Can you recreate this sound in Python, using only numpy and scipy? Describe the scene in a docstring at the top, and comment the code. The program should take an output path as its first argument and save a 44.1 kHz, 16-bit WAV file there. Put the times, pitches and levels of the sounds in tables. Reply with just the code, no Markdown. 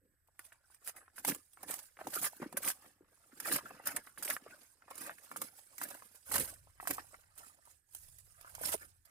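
"""A low rumble, the hush of the trees and the thin whine of a phone's electronics are heard first.
Then a curved steel blade chops and rakes dry, stony soil and twigs on a wooded slope, close by.
Filtered grains make the clumped crunch of grit and earth; damped sine pushes thump the ground.
Resonances set the steel singing faintly under the grit, and pebbles make it ring.
Crumbs trickle between strokes, and the slope scatters a short echo."""
import sys
import numpy as np
from scipy import signal
from scipy.fft import rfft, irfft, next_fast_len
from scipy.io import wavfile
from scipy.ndimage import uniform_filter1d, map_coordinates

SR = 44100
rng = np.random.default_rng(int(sys.argv[2]) if len(sys.argv) > 2 else 0)


def unload_wav(signal):
    """Save mono or channel-first audio to the path in sys.argv[1] as 16-bit WAV at rate SR, clipped to [-1, 1]."""
    wavfile.write(
        sys.argv[1],
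        SR,
        np.round(np.clip(np.atleast_2d(signal).T, -1, 1) * 32767).astype(np.int16),
    )


N = 401310

# All levels below are relative: the functions trim them into the mix.
# Low rumble over time: (time [s], level [dB])
RUMBLE_LEVEL = [(0, -79.5), (6.24, -81), (6.33, -57.5), (6.4, -56), (6.51, -65), (7.0, -67.5), (7.88, -81),
                (8.01, -64.5), (8.51, -68.5), (8.59, -58), (9.1, -76)]
# Colour of the rumble: (frequency [Hz], density [dB per Hz])
RUMBLE_COLOUR = [(12, -41), (20, -7), (48, -8), (82, -2), (138, -12), (188, -25.5), (260, -46),
                 (340, -69.5), (570, -120)]
# Colour of the still forest: (frequency [Hz], density [dB per Hz])
FOREST_COLOUR = [(150, -6), (350, -2.5), (1000, -20), (1700, 4), (2600, -22), (6000, -23.5), (11000, -17.5),
                 (16000, -45)]
# Whine of the electronics, before the gain of each port: (frequency [Hz], level [dB])
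WHINE_TONES = [(8000, -92.5), (9000, -99), (10000, -96), (12000, -99), (13000, -92), (14000, -111.5)]
# Port colour, left minus right: (frequency [Hz], difference [dB])
PORT_COLOUR = [(200, 0), (1500, -1), (4000, -0.5), (9000, -8), (14000, 2)]
# Phase by which the left port leads: (frequency [Hz], lead [rad])
PORT_PHASE_LEAD = [(250, -0.3), (900, -0.48), (1500, -0.62), (2600, 0.9)]
# Where the work lies as the phone turns: (time [s], left lag [s], left minus right [dB])
WORK_DIRECTION = [(0, 0.00003, 0.5), (1.8, .000035, -4), (2.9, 0.000054, -0.5), (4.5, 0.000035, -3),
                  (5.2, 0.00013, -4.5), (6.3, 0.00014, -5), (7, 0.00015, -5.5), (9.1, 0.00025, -6)]
# Crumbs and needles settling between strokes: (time [s], grit level [dB], earth level [dB])
SETTLING_CRUMBS = [(0, -93, -92), (1.1, -81, -74.5), (1.45, -70, -88), (1.95, -72.5, -80),
                   (2.35, -58.5, -68), (2.55, -74, -72), (3.05, -86, -81), (3.15, -69.5, -74.5),
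                   (3.7, -81, -78), (4.65, -64, -69.5), (4.76, -74, -92), (4.85, -79, -108),
                   (5.25, -62.5, -63.5), (6.0, -71.5, -90.5), (6.75, -74, -76), (7.1, -65.5, -67),
                   (7.87, -102.5, -96), (7.99, -60, -78), (8.5, -71.5, -95), (8.8, -60.5, -59.5),
                   (9.02, -80, -89.5), (9.1, -70.5, -67.5)]
# Pushes and drags of blade or hand through soil: (full force [s], rise [s], hold [s], fall [s],
# grit level [dB], earth level [dB], deep earth level [dB])
SOIL_SCRAPES = [(0.025, .1, 0.034, 0.19, -100, -92.5, -72.5), (.4, 0.02, 0, 0.22, -81, -67, -99),
                (0.447, 0.13, 0.0051, 0.13, -60, -72, -97), (.53, 0.045, 0, 0.096, -67.5, -60, -88),
                (0.74, 0.23, 0.013, 0.06, -67, -75, -93), (0.882, 0.068, 0.0063, 0.046, -43.5, -51.5, -74),
                (0.968, 0.07, 0.012, 0.13, -67, -57.5, -68),
                (1.191, 0.051, 0.0067, 0.032, -48.5, -55.5, -56),
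                (1.288, 0.056, 0.00073, 0.1, -31.5, -40.5, -39.5),
                (1.632, 0.08, 0.0036, 0.093, -60, -55.5, -55),
                (1.695, 0.033, 0.017, 0.14, -40.5, -46, -55.5), (1.838, 0.09, 0.015, 0.091, -57, -70, -86),
                (2.0, 0.038, 0.011, 0.15, -61.5, -51.5, -63), (2.08, 0.08, 0.0015, .06, -72, -65, -48.5),
                (2.16, 0.099, .02, 0.067, -35, -45.5, -53), (2.245, 0.072, 0.018, 0.042, -32, -42.5, -46.5),
                (2.429, 0.044, 0, .07, -57, -44, -47), (2.57, 0.32, 0.034, 0.11, -84, -60.5, -53.5),
                (2.66, 0.077, 0.025, 0.076, -32.5, -42, -51.5), (2.859, 0.29, 0, 0.17, -60.5, -61, -66.5),
                (3.01, .03, 0.028, .1, -94, -81, -67), (3.535, 0.17, 0.022, 0.056, -35, -37.5, -41.5),
                (3.67, 0.57, 0, 0.59, -61.5, -53, -57.5), (3.879, 0.063, 0.00095, 0.097, -41.5, -41, -46.5),
                (3.973, 0.11, 0.013, .05, -57, -47, -52.5), (4.08, 0.2, 0, 0.13, -60.5, -64, -77),
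                (4.181, 0.022, 0.0073, 0.12, -66, -65, -52.5),
                (4.312, 0.14, 0.019, 0.055, -37.5, -43.5, -53),
                (4.46, 0.14, 0.059, 0.23, -71, -57.5, -63.5),
                (4.911, 0.038, 0.0035, 0.034, -68, -50, -56.5), (5.018, .15, 0.044, .15, -50, -57.5, -55.5),
                (5.12, 0.35, 0, 0.037, -73, -45.5, -57), (5.32, 0.05, 0.028, 0.25, -79, -62, -58),
                (5.42, 0.047, 0, 0.13, -46.5, -50, -49.5), (5.58, 0.095, 0.0013, 0.14, -57, -65, -91),
                (5.83, 0.06, 0, 0.076, -44.5, -46.5, -50.5), (5.9, 0.29, 0, 0.32, -50.5, -54, -60),
                (6.16, 0.096, 0.0008, 0.088, -56.5, -64, -95), (6.347, 0.073, 0.048, 0.18, -36, -40, -43),
                (6.696, 0.086, 0, 0.093, -80, -67.5, -82), (6.905, 0.095, 0.0045, 0.17, -44.5, -48, -47),
                (6.999, 0.068, 0, .04, -64, -47.5, -62), (7.15, 0.041, 0.0015, 0.072, -69, -59, -70),
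                (7.387, 0.052, 0.024, 0.31, -56.5, -59.5, -70), (7.7, 0.2, 0.014, 0.15, -64, -72, -85),
                (7.96, 0.12, 0.0086, 0.1, -56, -80.5, -100), (8.46, .3, 0.0027, 0.18, -65, -60, -95),
                (8.56, 0.11, 0.047, 0.15, -61, -59.5, -72), (8.662, 0.11, 0.082, 0.032, -38, -45.5, -55),
                (8.83, 0.089, 0.0012, .1, -59, -61, -63)]
# Blade, roots and clods knocking the ground: (time [s], peak [dB], pitch of first contact [Hz])
GROUND_KNOCKS = [(0.286, -58.5, 880), (0.393, -37, 1890), (0.522, -45, 1710), (0.702, -55.5, 1020),
                 (0.875, -35, 1840), (0.966, -44.5, 1600), (1.08, -47, 1290), (1.181, -36.5, 1560),
                 (1.248, -33.5, 930), (1.282, -28, 596), (1.32, -29.5, 1980), (1.573, -43.5, 1380),
                 (1.633, -37.5, 755), (1.7, -36.5, 540), (1.97, -44, 1860), (1.99, -40, 1250),
                 (2.013, -34, 770), (2.07, -27.5, 830), (2.165, -35.5, 500), (2.228, -38, 830),
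                 (2.245, -29.5, 1780), (2.332, -45, 730), (2.4, -38, 346), (2.419, -30, 233),
                 (2.4195, -36.5, 1200), (2.46, -35.5, 310), (2.527, -39, 740), (2.569, -34, 2030),
                 (2.628, -37, 2220), (2.645, -34, 2240), (2.679, -26.5, 2280), (3.008, -49.5, 337),
                 (3.329, -50.5, 269), (3.401, -37, 1720), (3.459, -28, 1370), (3.517, -25, 1780),
                 (3.56, -31, 1220), (3.587, -29.5, 1240), (3.649, -42, 276), (3.708, -39, 746),
                 (3.799, -43, 800), (3.869, -40, 1390), (3.968, -27, 1800), (4.072, -39, 1350),
                 (4.176, -37, 1556), (4.225, -33.5, 1380), (4.278, -29, 2200), (4.308, -22.5, 1900),
                 (4.366, -25, 1540), (4.463, -42, 617), (4.822, -47.5, 1460), (4.881, -44.5, 990),
                 (4.911, -37, 820), (5.095, -31, 1640), (5.185, -43, 1950), (5.315, -32, 1200),
                 (5.361, -30, 1250), (5.418, -30.5, 1130), (5.815, -25.5, 1350), (5.95, -41.5, 795),
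                 (6.022, -40.5, 1250), (6.315, -28.5, 1290), (6.342, -29, 1290), (6.358, -22, 1570),
                 (6.406, -32, 1820), (6.672, -51, 810), (6.8, -32.5, 1200), (6.828, -39, 840),
                 (6.854, -40, 1140), (6.873, -21, 1550), (6.91, -25.5, 1770), (6.982, -29, 1170),
                 (7.143, -39.5, 1320), (7.468, -51, 1200), (7.588, -57, 804), (7.674, -49, 1050),
                 (8.447, -40, 1210), (8.582, -40.5, 850), (8.612, -36, 515), (8.635, -30, 1560),
                 (8.742, -25.5, 630)]
# Pebbles on the lifted blade: (time [s], peak [dB])
PEBBLE_PINGS = [(0.9629, -35.5), (1.3447, -47), (1.531, -46), (2.7023, -41.5), (3.5585, -38),
                (4.038, -43.5), (5.443, -39.5), (5.5658, -43), (6.1474, -51), (6.257, -42), (6.4842, -32.5)]
# Modes of the blade hanging free: (frequency [Hz], level [dB], t60 [s])
STEEL_MODES = [(4000, -12.5, 0.13), (5270, -11.5, 0.057), (6640, -16, .15), (7800, -13.5, .26),
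               (8280, -6.5, 0.31), (9600, -14, 0.28), (9610, -4, 0.25), (10040, -6.5, 0.13),
               (11000, -2, 0.4), (11600, -2.5, 0.17), (12840, -2, 0.071), (15000, -12, 0.054),
               (15000, -7, .12)]
# Sharp bursts of grit: (time [s], peak [dB], t60 [s])
GRIT_CRACKS = [(0.2723, -54.5, 0.025), (0.3923, -27.5, 0.012), (0.5256, -41, 0.011), (0.7433, -40.5, 0.018),
               (0.8558, -39, 0.041), (0.8735, -26.5, 0.033), (0.9629, -44, 0.046), (1.1577, -39.5, 0.044),
               (1.1814, -34, 0.024), (1.2474, -14.5, 0.019), (1.2759, -21, 0.026), (1.2884, -20, 0.018),
               (1.3472, -22, 0.0082), (1.5333, -41, 0.0089), (1.629, -29.5, 0.017), (1.7017, -32.5, 0.079),
               (1.7394, -19, 0.013), (1.7889, -27.5, 0.023), (2.0696, -25, 0.017), (2.1404, -29, 0.026),
               (2.2412, -29, 0.014), (2.3663, -38, 0.01), (2.525, -28.5, 0.017), (2.5692, -13.5, 0.026),
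               (2.6283, -28, 0.018), (2.6812, -23, 0.025), (2.7005, -14, 0.013), (3.3994, -21.5, 0.022),
               (3.4445, -33, 0.088), (3.4634, -26, 0.056), (3.5202, -17.5, 0.023), (3.534, -21, 0.024),
               (3.559, -19.5, 0.019), (3.854, -26, 0.038), (3.869, -13.5, 0.022), (3.9035, -33, 0.057),
               (3.962, -14.5, 0.021), (4.1751, -33.5, 0.059), (4.2244, -21, 0.036), (4.2461, -22, 0.037),
               (4.2773, -30.5, 0.062), (4.3, -13, 0.014), (4.9021, -36, 0.031), (4.9539, -32, 0.013),
               (4.9784, -25.5, 0.017), (5.0134, -31, 0.02), (5.2328, -42, 0.018), (5.3122, -38, 0.04),
               (5.3606, -26.5, 0.043), (5.4155, -16.5, 0.02), (5.4454, -44, 0.038), (5.7808, -23.5, 0.015),
               (5.8136, -29.5, 0.021), (5.829, -29, 0.035), (5.9003, -34.5, 0.033), (6.2586, -39.5, 0.059),
               (6.3155, -22.5, 0.026), (6.3374, -25.5, 0.038), (6.352, -25.5, 0.027), (6.3804, -13, 0.011),
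               (6.4013, -26, 0.041), (6.4527, -35, 0.02), (6.5369, -37.5, 0.019), (6.8007, -40, 0.1),
               (6.8716, -17, 0.025), (6.9051, -16, 0.021), (6.933, -31, 0.055), (7.377, -36, 0.02),
               (7.6509, -44, 0.024), (7.9478, -23, 0.011), (8.1832, -40.5, 0.026), (8.4097, -35.5, 0.018),
               (8.489, -44, 0.072), (8.5494, -26, 0.014), (8.6122, -36, 0.036), (8.6333, -38, 0.011),
               (8.6546, -23, 0.009), (9.0502, -44, 0.03)]
# Colour of crushed grit: (frequency [Hz], density [dB per Hz])
GRIT_COLOUR = [(3530, -43), (6000, -11), (9710, -2), (12800, -4), (13900, -4), (14600, -1.5),
               (15500, -12.5), (16000, -28), (16300, -42.5)]
# Colour of fine dust: (frequency [Hz], density [dB per Hz])
DUST_COLOUR = [(3530, -16), (6000, -9.5), (9390, -1), (11400, -6.5), (11700, -9), (14500, -7.5),
               (16000, -22), (16300, -54)]
# Colour of coarse grit: (frequency [Hz], density [dB per Hz])
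COARSE_COLOUR = [(1410, -6), (2400, -3), (4230, -4), (5010, 1), (5890, -7.5), (6600, -6.5), (8580, -32),
                 (14500, -120)]
# Colour of crumbling earth: (frequency [Hz], density [dB per Hz])
EARTH_COLOUR = [(280, -41), (480, -19), (556, -1), (1030, -4.5), (1180, 1), (1520, 2), (2760, -10.5),
                (3800, -24.5), (4940, -51), (8360, -120)]
# Colour of deep earth: (frequency [Hz], density [dB per Hz])
DEEP_COLOUR = [(65, -43), (110, -4), (253, -3), (286, 0.5), (428, -11.5), (520, -5.5), (680, -36),
               (1140, -120)]

FOREST_DB = -87.5
SHAKE_DB, SHAKE_S = -25, 0.065  # rumble added by deep digging, against the deep earth; its smoothing
TOP_HZ = 16400  # band limit
ECHO_DB = -6
EDGE_DB = 30  # how far the level climbs over a scrape's rise and drops over its fall
DEEP_UNDER_DB = -15.5  # deep earth against the settling earth
CRUMBS_RIGHT_DB = 1.5  # loose crumbs roll further to the right than the blade
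RISE_SHARE = 0.066  # rise time constant of a crack over its t60
# small chance cracks: rate, peak base over the grit level, upward spread, decay
SLIPS_PER_S, SLIP_DB, SLIP_SPREAD_DB, SLIP_T60_S = 25, 4.5, 3.5, 0.019
# small chance knocks: rate, peak base over the earth level, upward spread, middle pitch, its deviation
KNOCKS_PER_S, KNOCK_DB, KNOCK_SPREAD_DB, KNOCK_HZ, KNOCK_OCTAVES = 40, 1, 4, 1016, 0.63


def amp(db):
    """Gain of a level in dB."""
    return 10 ** (np.asarray(db) / 20)


def unit(x):
    """Scaled to rms 1."""
    return x / np.sqrt(np.mean(x ** 2) + 1e-20)


def along(points, hz):
    """Read (frequency, value) points on a log frequency axis."""
    f, v = np.transpose(points)
    return np.interp(np.log(hz + 1), np.log(f + 1), v)


def curves(rows):
    """One value per sample for each column after the time."""
    s, *columns = np.transpose(rows)
    return [np.interp(np.arange(N) / SR, s, column) for column in columns]


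def wobble(rate):
    """A smooth random curve, rate knots a second."""
    knots = rng.standard_normal(int(N * rate / SR) + 4)
    return map_coordinates(knots, [np.arange(N) * rate / SR])


def filtered(x, response):
    """Shape x by a complex response of frequency."""
    m = next_fast_len(N + SR // 2)
    return irfft(rfft(x, m) * response(np.fft.rfftfreq(m, 1 / SR)), m)[..., :N]


def coloured(x, spectrum):
    """Colour x by a table of densities, at rms 1."""
    return unit(filtered(x, lambda hz: amp(along(spectrum, hz))))


def by_chance(per_s, level_db, spread_db):
    """Random moments with a peak that follows a level, and one normal value each."""
    when, size, a, b = rng.random((int(per_s * N / SR), 4)).T
    peak_db = level_db[(when * N).astype(int)] - spread_db * np.log(1 - .9 * size)
    normal = np.sqrt(-2 * np.log(1 - a)) * np.cos(2 * np.pi * b)
    return when * (N - SR // 50) / SR, peak_db, normal


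def grains(count, size_db, spread_s, spectrum, patchy_db, window):
    """Tiny impacts strewn over the ground, each with its own lag at the left port and patchy colour."""
    when, chance, place, sign = rng.random((count, 4)).T
    at = (when * N).astype(int)
    size = amp(-size_db * np.log(1 - .993 * chance)) * np.sign(sign - .5)
    lag_s = curves(WORK_DIRECTION)[0][at] + spread_s * (2 * place - 1)
    late = np.round(lag_s * SR).astype(int)
    pair = np.array([np.bincount(np.clip(at + d, 0, N - 1), size, N) for d in (late, 0)])
    z = signal.stft(pair, nperseg=window)[2]
    # neighbouring bins and frames share a random gain, so every clump has its colour
    field = uniform_filter1d(rng.standard_normal(z.shape[1:]), 3, 0)
    field = uniform_filter1d(field, 4, 1)
    pair = signal.istft(z * amp(patchy_db * unit(field)), nperseg=window)[1][:, :N]
    return coloured(pair, spectrum)


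def background(deep_db):
    """A wavering low rumble, partly shared by both ports, over the hush of the trees."""
    shared, own = rng.standard_normal(N), rng.standard_normal((2, N))
    rumble = coloured(shared + .7 * own, RUMBLE_COLOUR)
    hush = coloured(rng.standard_normal((2, N)), FOREST_COLOUR)
    shake = uniform_filter1d(amp(deep_db + SHAKE_DB), round(SHAKE_S * SR))
    rumble_env = amp(curves(RUMBLE_LEVEL)[0] - 2.5) + shake
    return rumble_env * rumble + amp(FOREST_DB) * hush


def electronic_whine():
    """The phone's electronics whine in steady thin tones whose levels waver."""
    t = np.arange(N) / SR
    return sum(np.sqrt(2) * amp(db + 2.6 * wobble(12)) * np.sin(2 * np.pi * hz * t)
               for hz, db in WHINE_TONES)


def ground_echo(x):
    """The rough slope scatters a short, diffuse echo, unlike at each port."""
    t, out = np.arange(SR // 20) / SR, np.zeros((2, N + SR))
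    step = SR // 4  # the scatter is drawn afresh every quarter second
    for i in range(0, N, step):
        tail = rng.standard_normal((2, len(t))) * amp(-60 * t / 0.044)
        echo = signal.fftconvolve(x[:, i:i + step], tail / np.linalg.norm(tail[0]), axes=1)
        out[:, i + SR // 1500:][:, :echo.shape[1]] += echo
    return out[:, :N]


def digging_levels():
    """Grit, earth and deep earth in dB: every scrape rises, holds and falls over the settling crumbs."""
    t = np.arange(0, N / SR + .002, .001)
    s, rise, hold, fall, *peaks = np.transpose(SOIL_SCRAPES)[:, :, None]
    before = np.maximum(s - t, 0) / np.maximum(rise, .01)
    after = np.maximum(t - s - hold, 0) / np.maximum(fall, .01)
    shape_db = -EDGE_DB * (before + after)
    powers = [np.sum(amp(db + shape_db) ** 2, axis=0) for db in peaks]
    scraped = [np.interp(np.arange(N) / SR, t, power) for power in powers]
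    grit_db, earth_db = curves(SETTLING_CRUMBS)
    settling = (grit_db, earth_db, earth_db + DEEP_UNDER_DB)
    return [10 * np.log10(power + amp(db) ** 2) for power, db in zip(scraped, settling)]


def thumps(earth_db):
    """Dead earth gives a few fast-dying cycles; the clod rebounds and crumbles within some 10 ms."""
    out, t, lag = np.zeros((2, N + SR)), np.arange(SR // 20) / SR, curves(WORK_DIRECTION)[0]
    when, peak_db, tone = by_chance(KNOCKS_PER_S, earth_db + KNOCK_DB, KNOCK_SPREAD_DB)
    knocks = GROUND_KNOCKS + list(zip(when, peak_db, KNOCK_HZ * 2 ** (KNOCK_OCTAVES * tone)))
    for (s, db, hz), contacts in zip(knocks, rng.random((len(knocks), 4, 3))):
        for k, (wait, pitch, size) in enumerate(contacts):
            i = round((s + k * .0022 * (.5 + wait)) * SR)
            # the first contact keeps its pitch, the rebounds stray from it
            cycles = t * hz * 2 ** ((pitch - .5) * 1.3 * min(k, 1))
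            env = amp(db + 1.5 - k * (1.5 + 9.6 * size) - 6.2 * cycles)
            push = env * np.sin(2 * np.pi * cycles) * (1 - np.exp(-6 * cycles))
            out[0, i + round(lag[i] * SR):][:len(t)] += push
            out[1, i:][:len(t)] += push
    return out[:, :N]


def steel_response(f):
    """Buried in soil the steel's modes are damped: each is a broad resonance."""
    total = 0
    for centre, db, t60 in STEEL_MODES:
        width = np.log(1000) / (np.pi * max(0.12 * t60, .01))  # Hz, from the shortened decay
        total = total + amp(db) * 1j * f * width / (centre * centre - f * f + 1j * f * width)
    return total


def blade(grit):
    """Grit drives the buried blade; lifted, it rings on after a pebble strikes."""
    free, t = np.zeros(N + SR), np.arange(SR // 2) / SR
    for s, peak_db in PEBBLE_PINGS:
        ring = sum(amp(db + rng.normal(0, 3.5) - 60 * t / t60) * np.sin(2 * np.pi * hz * t)
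                   for hz, db, t60 in STEEL_MODES)
        free[round(s * SR):][:len(t)] += amp(peak_db - 22.0) * ring
    return amp(-1.0) * filtered(grit, steel_response) + free[:N]


def bursts(rows):
    """Envelope of sudden releases: a quick rise, then an ever steeper fall."""
    env, t = np.zeros(N + SR), np.arange(SR // 8) / SR
    for s, db, t60 in rows:
        t60 = max(t60, .004)
        rise = (1 - np.exp(-t / (RISE_SHARE * t60))) ** 2
        env[round(s * SR):][:len(t)] += amp(db - 60 * (t / t60) ** 1.5) * rise
    return env[:N]


def soil(grit_db, earth_db, deep_db):
    """The edge jams and frees: grit and earth break in shared, short clumps; returns both layers."""
    s, db, _ = by_chance(SLIPS_PER_S, grit_db + SLIP_DB, SLIP_SPREAD_DB)
    slips = [(a, b, SLIP_T60_S) for a, b in zip(s, db)]
    cracks = amp(-10.0) * bursts(GRIT_CRACKS + slips)
    clumps_db = 1.2 * wobble(45) + 3 * wobble(150)
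    force = np.clip((grit_db + 70) / 16, 0, 1)  # 0 while crumbs only trickle, 1 under the blade
    pan_db = curves(WORK_DIRECTION)[1] - CRUMBS_RIGHT_DB * (1 - force)

    grit_env = amp(grit_db) * np.sqrt(force) * unit(amp(clumps_db)) + cracks
    dust_env = amp(grit_db + 1.6 * wobble(48)) * np.sqrt(1 - force)
    coarse_db = 0.62 * grit_db + 0.33 * earth_db - 11 + 2.7 * force
    coarse_env = amp(coarse_db) * unit(amp(clumps_db + 1.5 * wobble(60))) + amp(-11.5) * cracks
    earth_clumps = unit(amp(0.42 * clumps_db + 3.5 * wobble(90)))
    earth_env = amp(earth_db - 3.5) * earth_clumps + amp(-13.5) * cracks
    deep_env = amp(deep_db + 3.0 * wobble(30) - 2.0)

    grit = grit_env * grains(count=140000, size_db=5.0, spread_s=0.00015, spectrum=GRIT_COLOUR,
                             patchy_db=3.5, window=256)
    grit += dust_env * grains(count=90000, size_db=3.5, spread_s=0.00027, spectrum=DUST_COLOUR,
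                              patchy_db=5, window=256)
    grit += coarse_env * grains(count=60000, size_db=1.5, spread_s=0.00014, spectrum=COARSE_COLOUR,
                                patchy_db=3.0, window=256)
    earth = earth_env * grains(count=40000, size_db=1.0, spread_s=0.00016, spectrum=EARTH_COLOUR,
                               patchy_db=6.0, window=512)
    deep = deep_env * grains(count=9000, size_db=2.5, spread_s=0.00037, spectrum=DEEP_COLOUR,
                             patchy_db=5.0, window=256)
    return grit * amp([pan_db / 2 - 2.5, -pan_db / 2 - 3.5]), earth + deep


def scene():
    """Digging, its echo and the woods; small clods radiate no deep bass."""
    grit_db, earth_db, deep_db = digging_levels()
    grit, earth = soil(grit_db, earth_db, deep_db)
    digging = grit + blade(grit) + earth + thumps(earth_db)
    digging = filtered(digging, lambda hz: (1j * hz / (120 + 1j * hz)) ** 3)
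    echo = filtered(ground_echo(digging), lambda hz: (1j * hz / (500 + 1j * hz)) ** 2)
    return digging + amp(ECHO_DB) * echo + background(deep_db)


def port_response(hz):
    """Two unlike ports: half the colour each way, and a phase lead on the left."""
    colour_db = along(PORT_COLOUR, hz) / 2
    return amp([colour_db, -colour_db]) * np.exp([1j * along(PORT_PHASE_LEAD, hz), 0 * hz])


def record(dry):
    """Colour the two ports, add the whine, strongest on the right, and cut all above the band limit."""
    whine = electronic_whine() * amp([[-22], [5]])
    return filtered(filtered(dry, port_response) + whine, lambda hz: hz < TOP_HZ)


dry = scene()
out = record(dry)
unload_wav(out)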